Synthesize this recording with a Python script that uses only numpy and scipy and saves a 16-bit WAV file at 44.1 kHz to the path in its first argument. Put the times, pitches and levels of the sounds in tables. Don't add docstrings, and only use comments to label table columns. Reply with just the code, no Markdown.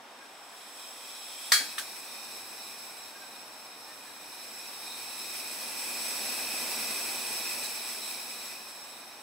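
import sys
import numpy as np
from scipy import signal
from scipy.fft import rfft, irfft, next_fast_len
from scipy.io import wavfile
from scipy.ndimage import map_coordinates

SR = 44100
rng = np.random.default_rng(int(sys.argv[2]) if len(sys.argv) > 2 else 0)


def to_wav(s):
    ch = np.atleast_2d(s).T
    pcm = np.round(np.clip(ch, -1, 1) * 32767)
    wavfile.write(sys.argv[1], SR, pcm.astype(np.int16))


N = 406602


def amp(db):
    return 10 ** (np.asarray(db) / 20)

def unit(x):
    return x / np.sqrt(np.mean(x ** 2) + 1e-20)

def along(points, hz):
    f, v = np.transpose(points)
    return np.interp(np.log(hz + 1), np.log(f + 1), v)

def wobble(rate):
    knots = rng.standard_normal(int(N * rate / SR) + 4)
    return map_coordinates(knots, [np.arange(N) * rate / SR])

def since(onset_s):
    return np.maximum(np.arange(N) / SR - onset_s, 0)

def filtered(x, response):
    size = x.shape[-1]
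    padded = next_fast_len(size + 8192)
    return irfft(rfft(x, padded) * response(np.fft.rfftfreq(padded, 1 / SR)), padded)[..., :size]

def stereo(mid, side):
    return np.array([mid + side, mid - side])

def rush(spectrum, width, size=N):
    colour = lambda hz: amp(along(spectrum, hz)) * np.array([np.ones_like(hz), amp(along(width, hz))])
    return unit(stereo(*filtered(rng.standard_normal((2, size)), colour)))

def diffuse_echoes(size, t60):
    t = np.arange(size) / SR
    echoes = rng.standard_normal((2, size)) * amp(-60 * t / t60)
    return echoes / np.linalg.norm(echoes, axis=1, keepdims=True)


# t/s, level/dB
VALVE_FLOW = [(0.0, -71.5), (0.54, -61), (0.77, -57), (1.43, -50.5), (2.67, -52), (3.18, -56), (3.7, -58),
              (4.19, -55), (4.41, -53), (4.75, -51), (5.06, -48), (6.09, -41.5), (6.65, -40), (7.65, -42.5),
              (7.96, -46), (8.32, -47), (8.7, -53), (9.22, -57.5)]
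WIDE_OPEN_DB = -40.5

def flow():
    times, level_db = np.transpose(VALVE_FLOW)
    return np.interp(np.arange(N) / SR, times, level_db) - WIDE_OPEN_DB

def tray(x):
    reflection_db = [(2500, -5), (5500, -7), (9000, -9), (15000, -9)]
    echoes = filtered(diffuse_echoes(SR // 8, t60=0.22), lambda hz: amp(along(reflection_db, hz)))
    mid_side = stereo(*x)
    reflected = signal.fftconvolve(mid_side, echoes, axes=1)[:, :N]
    return unit(stereo(*(mid_side + reflected)))

def tube_ring(modes, flow_db, drift_db=1.5):
    ring, at_full_flow = np.zeros((2, 2, N))
    for centre_hz, width_hz, db, side_db, power in modes:
        band = lambda hz: 1 / (1 + 1j * (hz - centre_hz) / (0.48 * width_hz)) ** 2
        mid, side = filtered(rng.standard_normal((2, N)), band)
        mode = amp(db + drift_db * wobble(8)) * stereo(mid, amp(side_db) * side)
        at_full_flow += mode
        ring += amp(flow_db) ** power * mode
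    return tray(ring) * ring.std() / at_full_flow.std()


# f/Hz, bandwidth/Hz, relative level/dB, side/dB, flow exponent
TUBE_MODES = [(2062, 150, -11.5, -6, 1.1), (2333, 180, -4.5, -7, 1.01), (2465, 110, -2.7, -5, 0.75),
              (2549, 107, 3.2, -9, 1.26), (5160, 90, -1, -6, 0.71), (5296, 86, -3, 5, 0.92),
              (5437, 106, -3, 1.5, 0.69), (5583, 67, -1.5, -1, 0.77), (7680, 100, -2, -5, 1),
              (7873, 160, -0.1, -3, 0.86), (8100, 190, -2, 0, 0.91), (8203, 44, -1, -8, 1.15),
              (9600, 310, -10.5, 2, 1.1), (9630, 110, -5, -3, 1.25), (12900, 120, -15.2, -4, 0.86)]
# f/Hz, relative level/dB
JET_SPECTRUM = [(200, -30), (900, -6), (2000, -2), (3100, -2), (4200, 0.5), (5000, -0.5), (5800, 1),
                (6500, -6.5), (7200, -3), (8500, 0.5), (10000, 0), (11500, 0), (14000, -5.5), (15800, -4)]
PORT_SPECTRUM = [(1500, -17), (2700, -46), (3150, 8.5), (3600, 6), (4100, -54), (4700, -3), (6200, -10),
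                 (7400, -3), (7830, 11.5), (8300, -15), (9400, 6.5), (11000, -32), (15800, -30)]
# f/Hz, side level re mid/dB
JET_WIDTH = [(1000, -41), (2400, 3.5), (3100, -6.5), (4500, -4), (5500, -2), (6800, -7), (8500, -14),
             (10200, -3.5), (11000, -9.5), (13000, -4), (15500, -1)]
HISS_DB, RING_DB, PORT_DB = -35, -37, -37
LIGHT_S, PORT_FADE_DB_PER_S = 1.597, 90

def gas():
    flow_db = flow()
    hiss = amp(HISS_DB + flow_db) * tray(rush(JET_SPECTRUM, JET_WIDTH))
    ring = amp(RING_DB) * tube_ring(TUBE_MODES, flow_db)
    ports = amp(PORT_DB + flow_db - PORT_FADE_DB_PER_S * since(LIGHT_S)) * rush(PORT_SPECTRUM, JET_WIDTH)
    sputter_db = 0.51 * wobble(14) + 0.44 * wobble(50)
    return amp(sputter_db) * (hiss + ring + whistle() + ports)


# f/Hz, bandwidth/Hz, relative level/dB, side/dB, flow exponent
WHISTLE_RESONANCES = [(3712, 103, -3.2, -3, 0.51), (3917, 110, 1.5, -12, 0.92), (4023, 170, -0.5, -21, 1)]
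# t/s, duration/s, level rise/dB
WHISTLE_SPURTS = [(4.92, .18, 6), (5.193, .16, 4), (7.42, .08, 6), (7.647, .08, 8), (7.83, .1, 2),
                  (8.043, 0.11, 5)]
WHISTLE_DB, KNEE_FLOW_DB = -51.5, -7.5

def whistle():
    t = np.arange(N) / SR
    spurt_db = sum(db * np.exp(-(2 * (t - s) / length) ** 2) for s, length, db in WHISTLE_SPURTS)
    drive_db = np.minimum(flow() - KNEE_FLOW_DB, 0)
    waver_db = 1.5 * wobble(11)
    return amp(WHISTLE_DB + waver_db + spurt_db) * tube_ring(WHISTLE_RESONANCES, drive_db)


# f/Hz, relative level/dB
AMBIENT_SPECTRUM = [(25, -47), (55, -39), (100, -30), (130, -16.5), (165, -22.5), (220, -8), (450, -7),
                    (800, -0.5), (1200, -4), (2000, -9.5), (4000, -15.5), (15000, -33)]
# f/Hz, side level re mid/dB
AIR_WIDTH = [(100, -34), (200, -36), (350, -18), (700, -12), (1400, -5.5), (3000, -3.5)]

def outdoors():
    return amp(-50.5 + 0.12 * wobble(2.76)) * rush(AMBIENT_SPECTRUM, AIR_WIDTH)


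# t/s, duration/s, start f/Hz, end f/Hz, level/dB
BIRD_CALLS = [(.2, 0.049, 1635, 1595, -56), (3.138, 0.044, 1620, 1614, -55),
              (3.193, 0.077, 1623, 1526, -53), (3.86, 0.096, 1770, 1870, -57),
              (4.05, 0.075, 1780, 1585, -57)]

def birds():
    calls = np.zeros(N)
    for s, length, start_hz, end_hz, db in BIRD_CALLS:
        progress = np.linspace(0, 1, round(length * SR))
        phase = 2 * np.pi * np.cumsum(start_hz + (end_hz - start_hz) * progress) / SR
        calls[round(s * SR):][:len(phase)] += amp(db) * np.sin(np.pi * progress) * np.sin(phase)
    trees = diffuse_echoes(SR // 2, t60=0.5)
    return calls + amp(2.0) * signal.fftconvolve(calls[None], trees, axes=1)[:, :N]


# f/Hz, relative level/dB, T60/s
CASE_MODES = [(1220, -3, 0.14), (1570, -3, 0.27), (1660, -2, 0.22), (1686, 2, 0.25), (1830, -10, .27),
              (1980, -16, 0.34), (2160, -3, .27), (2292, -1, 0.35), (3280, 0, 0.32), (4048, -1, 0.22),
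              (4300, -3, .26), (4350, 0, 0.24), (4390, 1, 0.34), (4538, -4, .36), (4820, -6, 0.36),
              (4800, -11, 0.36), (4943, -6, 0.37), (5600, -14, .31), (5860, -11, 0.43), (7200, -17, .34),
              (7700, -10, 0.15), (8533, -18, .2), (9200, -12, .26), (9625, -2, 0.28)]
# f/Hz, relative level/dB
CLATTER_SPECTRUM = [(40, -38), (90, -20), (200, -30), (400, -10), (850, -16), (1250, -1.5), (1700, 5),
                    (2200, -1.5), (2700, -8), (4400, -0.5), (6300, -5.5), (7700, -3.5), (8800, -10),
                    (10000, -7), (11000, -12.5), (15800, -17)]
CRACK_SPECTRUM = [(500, -31), (850, -9), (1300, 3), (2100, 0), (2900, -21), (4400, -4), (9000, -25)]

def snap(db, tilt_db, ring_db, crack_db):
    t = np.arange(SR * 3 // 4) / SR
    hz, level_db, t60 = np.transpose(CASE_MODES)[:, :, None]
    phase = rng.uniform(0, 2 * np.pi, (2, len(CASE_MODES), 1))
    struck_db = level_db + rng.normal(0, 1, phase.shape)
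    modes = amp(struck_db - 60 * t / t60) * np.sin(2 * np.pi * hz * t + phase)
    mid, side = modes.sum(axis=1)
    ring = amp(ring_db - 9.5) * stereo(mid, amp(-1) * side)
    double_decay = amp(-6.0 - 60 * t / 0.11) + amp(-2.0 + 0.42 * ring_db - 60 * t / 0.37)
    clatter_width = [(200, -29), (1500, -7), (4000, -2.0), (12000, -3)]
    clatter = rush(CLATTER_SPECTRUM, clatter_width, size=len(t)) * double_decay
    crack = rush(CRACK_SPECTRUM, AIR_WIDTH, size=len(t)) * amp(crack_db - 60 * t / 0.031)
    blow = crack * (1 - np.exp(-t / 0.00037)) + (ring + clatter) * (1 - np.exp(-t / 0.0015))
    return amp(db) * filtered(blow, lambda f: amp(tilt_db * np.log2(np.maximum(f, 500) / 3000)))


# t/s, level/dB, tilt/(dB per octave), ring gain/dB, crack gain/dB
CASE_BLOWS = [(1.519, -20.5, 1.5, 0, 10), (1.5314, -24.5, 2, 0.5, -11), (1.783, -37.5, 5, -8, -12),
              (7.634, -41, 5.5, -7, -6)]

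def igniter():
    out = np.zeros((2, N + SR))
    for s, *strike in CASE_BLOWS:
        blow = snap(*strike)
        out[:, round(s * SR):][:, :blow.shape[1]] += blow
    return out[:, :N]


# level/dB, T60/s
THUMP_ENVELOPE = (-59, .25)
# f/Hz, relative level/dB
THUMP_SPECTRUM = [(25, -14), (50, -5), (90, 0), (170, -6), (380, -2), (800, -14), (2000, -40)]

def jolt():
    db, t60 = THUMP_ENVELOPE
    t = since(CASE_BLOWS[0][0])
    return amp(db - 60 * t / t60) * (1 - np.exp(-t / .002)) * rush(THUMP_SPECTRUM, AIR_WIDTH)


# f/Hz, relative level/dB
ROAR_SPECTRUM = [(25, -41), (50, -41), (85, -8), (125, -13), (160, -16.5), (225, 5), (290, 0.5), (480, 1),
                 (800, 4), (1000, 0.5), (1400, -4.5), (2500, -8), (6000, -37)]
MURMUR_SPECTRUM = [(25, -29), (50, -31), (85, -4), (125, -7), (160, -4.5), (230, -2), (400, -0.5),
                   (1500, -9), (4000, -42)]
ROAR_DB, ROAR_EXPONENT, MURMUR_DB = -45.5, 1.23, -65.5
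PUFF_DB, PUFF_T60_S, SPREAD_S = -42, 0.16, 0.006

def flame():
    age = since(LIGHT_S)
    lit = 1 - np.exp(-(age / SPREAD_S) ** 2)
    puff = amp(PUFF_DB - 60 * age / PUFF_T60_S)
    flutter_db = 0.4 * wobble(6.3) + 0.27 * wobble(28)
    roar = amp(flow()) ** ROAR_EXPONENT * amp(ROAR_DB + flutter_db)
    murmur = amp(MURMUR_DB) * rush(MURMUR_SPECTRUM, AIR_WIDTH)
    return lit * ((puff + roar) * rush(ROAR_SPECTRUM, AIR_WIDTH) + murmur)


# t/s, level/dB, T60/s
LEVER_IMPACT = (1.7812, -27, 0.11)
# f/Hz, relative level/dB
CLACK_SPECTRUM = [(500, -33), (950, -19), (1200, -9), (1550, 4), (2000, -10), (2600, -11), (3300, -3),
                  (4000, -9), (4700, -25), (7000, -24), (9000, -7), (10500, -20), (15800, -30)]

def lever():
    s, db, t60 = LEVER_IMPACT
    t = since(s)
    return amp(db - 60 * t / t60) * (1 - np.exp(-t / 0.00055)) * rush(CLACK_SPECTRUM, AIR_WIDTH)


def scene():
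    hissing = gas() * amp([[-.3], [.3]])
    impacts = (igniter() + jolt() + lever()) * amp([[.2], [-.2]])
    return hissing + impacts + flame() + outdoors() + birds()


CUTOFF_HZ = 15760

def record(dry):
    return filtered(dry, lambda hz: hz < CUTOFF_HZ)


dry = scene()
out = record(dry)
to_wav(out)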